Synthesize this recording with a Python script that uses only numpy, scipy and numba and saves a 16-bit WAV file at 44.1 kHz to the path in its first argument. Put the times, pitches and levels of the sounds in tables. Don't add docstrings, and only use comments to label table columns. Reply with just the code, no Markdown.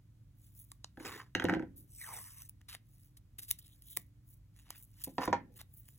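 import sys
import numpy as np
from scipy import signal
from scipy.fft import rfft, irfft, next_fast_len
from scipy.io import wavfile
from scipy.ndimage import uniform_filter1d, map_coordinates
from numba import njit

SR = 44100
rng = np.random.default_rng(int(sys.argv[2]) if len(sys.argv) > 2 else 0)


def store_wav(level_fs):
    pcm = np.round(np.clip(np.atleast_2d(level_fs), -1, 1) * 32767)
    wavfile.write(sys.argv[1], SR, pcm.T.astype(np.int16))


N = 263762
TIME = np.arange(N) / SR
BRIEF = TIME[:SR // 2]
TOP_HZ, PATCHY_DB = 16600, 3.5


def amp(db):
    return 10 ** (np.asarray(db) / 20)

def unit(x):
    return x / np.sqrt(np.mean(x ** 2) + 1e-20)

def crest(x):
    return x / np.abs(x).max()

def along(points, hz):
    f, v = np.transpose(points)
    return np.interp(np.log(hz + 1), np.log(f), v)

def add(track, s, sound):
    part = track[round(s * SR):][:len(sound)]
    part += sound[:len(part)]

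def ease(middle, width):
    return .5 + .5 * np.tanh((TIME - middle) / (2 * width))

def drift(rate, size=N):
    knots = rng.standard_normal(4096)
    return map_coordinates(knots, [TIME[:size] * rate], order=2, mode="wrap")

def filtered(x, response):
    n = x.shape[-1]
    m = next_fast_len(n + 8192)
    return irfft(rfft(x, m) * response(np.fft.rfftfreq(m, 1 / SR)), m)[..., :n]

def colour(x, spectrum, tilt_db=0):
    low_cut = lambda hz: np.minimum(1, hz / spectrum[0][0]) ** 2
    octaves = lambda hz: np.log2(np.maximum(hz, 700) / 5000)
    return filtered(x, lambda hz: low_cut(hz) * amp(along(spectrum, hz) + tilt_db * octaves(hz)))

def soft(hz, top_hz):
    return 1 / np.sqrt(1 + (hz / top_hz) ** 8)

def patchy(x, depth_db):
    spectra = signal.stft(x, nperseg=512)[2]
    field = uniform_filter1d(rng.standard_normal(spectra.shape), size=5, axis=0)
    field = uniform_filter1d(field, size=4, axis=1)
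    return signal.istft(spectra * unit(amp(depth_db * unit(field))), nperseg=512)[1][:N]

def grains(rate, spread_db, size=N):
    happens = rng.random(size) < rate / SR
    impulses = happens * rng.standard_normal(size)
    return unit(impulses * amp(spread_db * np.clip(rng.standard_normal(size), -2, 2)))

def ring(modes, attack, vary_db, detune, top_hz=TOP_HZ):
    hz, db, t60 = np.transpose(modes)[:, :, None]
    strength, shift = rng.standard_normal((2, len(modes), 1))
    decay = amp(db + vary_db * strength - 60 * BRIEF / t60)
    waves = decay * np.sin(2 * np.pi * hz * (1 + detune * shift) * BRIEF)
    return crest((waves * soft(hz, top_hz)).sum(0) * (1 - np.exp(-BRIEF / attack)))

CRACK_MIDDLE_S = .02
def crack(lag=0):
    t = BRIEF[:2048] - CRACK_MIDDLE_S - lag
    envelope = np.exp(-(t / .0007) ** 2) + amp(-20) * np.exp(-np.abs(t) / .003)
    return envelope * rng.standard_normal(len(t))

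# f/Hz, side level relative to mid/dB
SIDE_SPECTRUM = [(60, -17), (300, -10), (800, -5), (1500, -3)]
def diffuse(mid, side):
    side = filtered(side, lambda hz: amp(along(SIDE_SPECTRUM, hz)))
    return np.array([mid + side, mid - side])

# f/Hz, level/dB
FLOOR_SPECTRUM = [(45, 4.5), (70, -1.5), (105, -6.5), (160, -7), (280, -20), (420, -31), (800, -37.5),
                  (6000, -44.5), (15500, -44.5)]
# f/Hz, level/dB
HUM_TONES = [(48.4, -76.5), (102.3, -66), (123.8, -68), (296.1, -82)]
def background():
    rumble = diffuse(*unit(colour(rng.standard_normal((2, N)), FLOOR_SPECTRUM)))
    hum = np.zeros(N)
    for hz, db in HUM_TONES:
        amplitude = np.sqrt(2) * amp(db + 2 * drift(rate=7))
        hum += amplitude * np.sin(2 * np.pi * hz * TIME + 2.1 * drift(rate=8.5))
    return amp(-63) * rumble + hum

# f/Hz, level/dB
SKIN_SPECTRUM = [(700, -21), (1800, -9), (3500, -5), (5000, -8), (7200, -5.5), (9000, -2), (15500, -3.5)]
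# t/s, t/s
GRIP_SHIFTS = [(.38, 0.72), (1.8, 1.9), (2.89, 3.07), (3.819, 3.7), (4.9, 5.26), (5.701, 10.4)]
def handling():
    moving = sum(ease(start, width=.025) - ease(end, width=.025) for start, end in GRIP_SHIFTS)
    rub = unit(colour(grains(rate=3000, spread_db=4), SKIN_SPECTRUM, tilt_db=4))
    return moving * amp(-68.5 + 3.5 * drift(rate=11)) * rub

# middle t/s, level/dB, half duration/s, tilt/(dB per octave)
STROKES = [(0.603, -54, 0.045, 7), (1.108, -54, 0.083, -0.5), (3.643, -66, 0.16, 2),
           (3.93, -51.5, 0.077, 5.5), (4.313, -58.5, 0.043, 7.5), (4.603, -64, 0.042, -2),
           (4.728, -61, 0.054, -6), (4.796, -55, 0.06, 6), (5.04, -56.5, 0.07, -0.5),
           (5.582, -56, 0.037, 1.5), (5.774, -49, .034, 16.5)]
def fingers():
    out, middle, size = np.zeros(N), BRIEF[-1] / 2, len(BRIEF)
    for s, db, half_length, tilt_db in STROKES:
        catches = grains(rate=3000, spread_db=3.5, size=size) * amp(3 * drift(rate=90, size=size))
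        ticks = .6 * grains(rate=110, spread_db=2, size=size)
        swell = np.exp(-((BRIEF - middle) / half_length) ** 2)
        add(out, s - middle, amp(db) * swell * unit(colour(catches + ticks, SKIN_SPECTRUM, tilt_db)))
    return out

# f/Hz, level/dB
NAIL_SPECTRUM = [(1400, -11), (2400, -13.5), (4000, 1), (5200, -6), (9600, 0), (15500, -4)]
# t/s, tick level/dB, cutoff f/Hz, ring level/dB, ring f/Hz, ring T60/s
CLICKS = [(.718, -35, 12000, -53, 1120, .02), (.845, -29, 7000, -39, 900, .003),
          (1.4425, -29, 16000, -45, 1500, .005), (4.7055, -28, 16000, -39, 1100, .004)]
def nails():
    out = np.zeros(N)
    for s, db, top_hz, ring_db, ring_hz, t60 in CLICKS:
        tick = filtered(colour(crack(), NAIL_SPECTRUM), lambda hz: soft(hz, top_hz))
        add(out, s - CRACK_MIDDLE_S, amp(db) * crest(tick))
        add(out, s, amp(ring_db) * ring([(ring_hz, 0, t60)], attack=.0001, vary_db=0, detune=0))
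    return out

# f/Hz, level/dB
GRIT_SPECTRUM = [(700, -17), (1600, 8.5), (3200, -2), (5000, -5), (6500, -8.5), (10000, -18.5),
                 (15500, -19)]
def strikes(contacts, modes, attack, grit_db, grit_t60, detune):
    out = np.zeros(N)
    for s, db, top_hz in contacts:
        grit = unit(colour(rng.standard_normal(len(BRIEF)), GRIT_SPECTRUM))
        body = ring(modes, attack, vary_db=2, detune=detune, top_hz=top_hz)
        add(out, s, amp(db) * (body + grit * amp(grit_db - 60 * BRIEF / grit_t60)))
    return out

# f/Hz, level/dB, T60/s
PEN_MODES = [(780, -18, .07), (950, -17, .06), (1560, 0, .014), (1873, -2, .013), (2250, -8, .009),
             (2950, 1, .009), (3700, -5, .008), (6400, -10, .007)]
# t/s, clack level/dB, desk boom level/dB, cutoff f/Hz
PEN_CLACKS = [(0.973, -44.5, -43, 1700), (1.001, -48, -42, 1700), (1.052, -37.5, -49.5, 7000),
              (1.3508, -15.5, -27.5, 9000), (1.3981, -23, -35.5, 8000), (1.422, -28, -37, 1900),
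              (1.44, -32.5, -19.5, 2200), (1.452, -24.5, -49, 6150), (1.486, -26.5, -23, 1900),
              (1.496, -20, -29.5, 2000), (1.524, -34, -24.5, 2376), (1.5376, -24, -39, 2200),
              (1.5484, -32.5, -31, 2300), (1.5613, -49, -28, 2400), (1.5954, -38.5, -33, 2010),
              (1.6244, -43.5, -35.5, 1980)]
def pen():
    contacts = [(s, db, top_hz) for s, db, _, top_hz in PEN_CLACKS]
    return strikes(contacts, PEN_MODES, attack=.0003, grit_db=-15, grit_t60=.024, detune=.05)

# f/Hz, level/dB, T60/s
DESK_MODES = [(107, -29, .2), (187, -21, .14), (273, -20, .13), (310, 0, .02), (317, -22, .11),
              (500, -13, .05), (699, -20, .06), (796, -22, .06)]
# t/s, level/dB
JOLTS = [(3.388, -60), (3.974, -52)]
def desk():
    pen_lag_s, roll_lag_s = .0048, .0036
    under_pen = [(s + pen_lag_s, db) for s, _, db, _ in PEN_CLACKS]
    under_roll = [(s + roll_lag_s, db) for s, _, db in ROLL_KNOCKS]
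    out = np.zeros(N)
    for s, db in under_pen + under_roll + JOLTS:
        add(out, s, amp(db) * ring(DESK_MODES, attack=.0017, vary_db=1.5, detune=.008))
    return out

# f/Hz, level/dB
DRAG_SPECTRUM = [(400, 2), (650, -13), (1100, -1.5), (1900, -1.5), (2500, -7), (3300, -9), (8000, -13),
                 (15500, -18.5)]
# t/s, duration/s, level/dB, tilt/(dB per octave)
SLIDES = [(0.995, 0.057, -54, -1.5), (1.046, 0.17, -42, -1.5), (5.207, 0.045, -41.5, -1)]
def sliding():
    attack_s, sag_db_per_s, stop_db_per_s = .004, 75, 276
    onset = 1 - np.exp(-BRIEF / attack_s)
    out = np.zeros(N)
    for s, length, db, tilt_db in SLIDES:
        fall_db = sag_db_per_s * BRIEF + stop_db_per_s * np.maximum(BRIEF - length, 0)
        grit = unit(colour(grains(rate=2500, spread_db=1, size=len(BRIEF)), DRAG_SPECTRUM, tilt_db))
        add(out, s, onset * amp(db - fall_db) * grit)
    return out

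# f/Hz, level/dB
FIBRE_SPECTRUM = [(600, -41), (1200, -14.5), (2200, -10.5), (4000, -2), (7000, -7), (9000, 6), (11000, -1),
                  (13000, 9.5), (15500, -7)]
# t/s, level/dB, duration/s, tilt/(dB per octave)
CRINKLES = [(1.76, -54.5, 0.06, 6.5), (2.683, -50, 0.044, -5.5), (2.722, -47.5, 0.032, -7),
            (3.167, -55, 0.013, -1), (3.383, -41, 0.016, -1), (3.416, -48, 0.034, 0.5),
            (3.481, -44, 0.018, 0.5), (3.586, -46.5, 0.011, 1), (3.819, -49, 0.006, 0),
            (5.036, -33.5, 0.014, 2.5), (5.589, -56, 0.029, -8)]
def crinkles():
    out = np.zeros(N)
    for s, db, length, tilt_db in CRINKLES:
        envelope = (1 - np.exp(-BRIEF / .003)) * np.exp(-(BRIEF / length) ** 2)
        ruptures = grains(rate=5000, spread_db=4.5, size=len(BRIEF))
        add(out, s, amp(db) * envelope * unit(colour(ruptures, FIBRE_SPECTRUM, tilt_db)))
    return out

@njit
def resonate(x, turn, radius):
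    y = np.zeros(len(x))
    for i in range(2, len(x)):
        y[i] = x[i] * np.sin(turn[i]) + 2 * radius * np.cos(turn[i]) * y[i - 1] - radius**2 * y[i - 2]
    return y

# t/s, length/m, squeak level/dB
STRIP = [(1.975, 0.017, -77), (2.012, 0.0197, -54), (2.035, 0.023, -56), (2.06, 0.027, -59),
         (2.085, 0.035, -55), (2.121, 0.041, -52), (2.145, .053, -59), (2.18, 0.056, -58),
         (2.215, 0.062, -72)]
def squeak(threads):
    wave_m_per_s, bandwidth_hz, overtone_db = 87, 340, -8
    s, length, level = np.transpose(STRIP)
    metres = np.interp(TIME, s, length)
    level_db = np.interp(TIME, s, level, left=-140, right=-140)
    waver = 1 + .035 * drift(rate=130)
    turn = 2 * np.pi * wave_m_per_s / (2 * metres) * waver / SR
    radius = np.exp(-np.pi * bandwidth_hz / SR)
    mode = lambda k: unit(resonate(resonate(threads, k * turn, radius), k * turn, radius))
    return amp(level_db) * unit(mode(1) + amp(overtone_db) * mode(2))

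# f/Hz, level/dB
GLUE_SPECTRUM = [(2000, -18), (3300, -9.5), (4500, -12), (6200, 0.5), (7300, -12), (8200, 12.5), (9400, 0),
                 (10800, 0), (13700, 4), (15500, -4.5)]
RASP_SPECTRUM = [(700, -15), (1120, 2), (1500, -3.5), (2150, -2), (3300, -12.5), (6000, -24)]
# t/s, level/dB
PULL = [(1.88, -79.5), (1.91, -68), (2.018, -54), (2.094, -56), (2.16, -51.5), (2.236, -57), (2.36, -62.5),
        (2.404, -59), (2.48, -70)]
def peel():
    pull_db = np.interp(TIME, *np.transpose(PULL), left=-140, right=-140)
    threads = grains(rate=14000, spread_db=2) + .6 * grains(rate=400, spread_db=2)
    threads *= amp(1.3 * drift(rate=330))
    hiss = amp(pull_db + 5) * unit(colour(threads, GLUE_SPECTRUM))
    taut = ease(middle=2.05, width=.011)
    rasp_db = -56.5 + 1.63 * (pull_db - pull_db.max())
    rasp = taut * amp(rasp_db) * unit(colour(threads, RASP_SPECTRUM))
    return squeak(threads) + patchy(hiss + rasp, PATCHY_DB)

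# f/Hz, level/dB
SNAP_SPECTRUM = [(700, -25.5), (1200, -21.5), (1900, -13), (3000, -9.5), (7500, -1.5), (11000, 7.5),
                 (13000, 1.5), (15500, 9)]
# f/Hz, level/dB, T60/s
POP_MODES = [(520, -7, .005), (1100, -1, .007), (1700, 1, .006)]
# t/s, crack level/dB, tilt/(dB per octave), pop level/dB
SNAPS = [(2.495, -27, 2, -77), (2.615, -52.5, -12, -61), (2.75, -31.5, -8.5, -52), (3.5122, -9, -1.5, -54),
         (3.9721, -14.5, -3, -31), (5.2565, -28, -.5, -50), (5.6147, -35, -8, -73),
         (5.888, -39, -5.5, -55.5)]
def snaps():
    slip_lead_s, slip_db = .0045, -9
    out = np.zeros(N)
    for s, db, tilt_db, pop_db in SNAPS:
        burst = crack() + amp(slip_db) * crack(-slip_lead_s)
        add(out, s - CRACK_MIDDLE_S, amp(db) * crest(colour(burst, SNAP_SPECTRUM, tilt_db)))
        add(out, s, amp(pop_db) * ring(POP_MODES, attack=.0001, vary_db=1, detune=.04))
    return out

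def tear():
    parted_s, grow_s, fade_s = 3.514, .016, .008
    envelope = np.exp(np.minimum((TIME - parted_s) / grow_s, (parted_s - TIME) / fade_s))
    ruptures = grains(rate=11000, spread_db=7)
    return amp(-42) * envelope * unit(colour(ruptures, FIBRE_SPECTRUM, tilt_db=2))

# f/Hz, level/dB
PAPER_SPECTRUM = [(2500, -43.5), (3100, 0.5), (4000, -2), (4800, -22), (8000, -56)]
# middle t/s, level/dB, half duration/s
RUSTLES = [(3.64, -68.5, 0.041), (3.725, -73.5, 0.022), (3.925, -68, 0.064)]
def rustles():
    bending = sum(amp(db) * np.exp(-((TIME - s) / half_length) ** 2) for s, db, half_length in RUSTLES)
    return bending * unit(colour(grains(rate=900, spread_db=2), PAPER_SPECTRUM))

# f/Hz, level/dB, T60/s
ROLL_MODES = [(520, -18, .06), (760, -3, .014), (836, -21, .08), (950, 0, .013), (965, -21, .08),
              (1370, -23, .05), (1750, -12, .014), (2200, -18, .01), (3300, -18, .009)]
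# t/s, knock level/dB, desk boom level/dB
ROLL_KNOCKS = [(5.07, -58, -38), (5.182, -21, -28.5), (5.217, -27.5, -57), (5.232, -30.5, -53),
               (5.2768, -24.5, -25), (5.328, -15.5, -28)]
def roll():
    rebound_s, rebound_db = .017, -20
    contacts = [(s + k * rebound_s, db + k * rebound_db, TOP_HZ)
                for s, db, _ in ROLL_KNOCKS for k in range(2)]
    knocks = strikes(contacts, ROLL_MODES, attack=.0021, grit_db=-16, grit_t60=.035, detune=.03)
    return filtered(knocks, lambda hz: soft(hz, top_hz=7507))

# f/Hz, T60/s
ROOM_DECAY = [(100, 0.9), (260, 0.21), (700, 0.15), (2000, 0.23), (6000, 0.13), (15000, 0.1)]
def room(x):
    out, hop = np.zeros((2, N)), SR // 4
    for start in range(0, N, hop):
        hz, t, noise = signal.stft(rng.standard_normal((2, SR // 2)), SR, nperseg=256)
        decay = amp(-60 * t / along(ROOM_DECAY, hz)[:, None])
        onset = 1 - np.exp(-t / .0014)
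        tails = signal.istft(noise * decay * onset, SR, nperseg=256)[1]
        for track, tail in zip(out, diffuse(*tails)):
            add(track, start / SR, signal.fftconvolve(x[start:start + hop], tail / np.linalg.norm(tail)))
    return out

def scene():
    rubs = patchy(fingers() + handling() + sliding(), PATCHY_DB)
    tape = peel() + snaps() + nails() + crinkles() + rustles() + tear() + rubs
    bounce_db, bounce_s = -14, .00105
    tape = filtered(tape, lambda hz: 1 + amp(bounce_db) * np.exp(-2j * np.pi * hz * bounce_s))
    near = tape + amp(-18) * room(tape)
    clacks, knocks, booms = pen(), roll(), desk()
    echo = room(amp(-8.5) * clacks + amp(-8) * knocks + amp(-6.5) * booms)
    return near + clacks + knocks + booms + echo + background()

# f/Hz, lead of left over right/rad
PHASE_LEAD = [(0, 0), (330, -.6), (750, .2), (1100, -.5), (2500, 1.2), (3700, 1.7), (6400, 6),
              (15000, 18.8)]
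def record(dry):
    sides, fade_hz = np.array([[1], [-1]]), 900
    lead = lambda hz: np.exp(.5j * sides * np.interp(hz, *np.transpose(PHASE_LEAD)))
    balance = lambda hz: amp(.5 * sides * along([(400, -.7), (2200, -2), (4400, 0)], hz))
    low_cut = lambda hz: hz ** 6 / (hz ** 6 + 33 ** 6)
    high_cut = lambda hz: np.sin(np.pi / 2 * np.clip((TOP_HZ - hz) / fade_hz, 0, 1)) ** 2
    return filtered(dry, lambda hz: lead(hz) * balance(hz) * low_cut(hz) * high_cut(hz))


dry = scene()
out = record(dry)
store_wav(out)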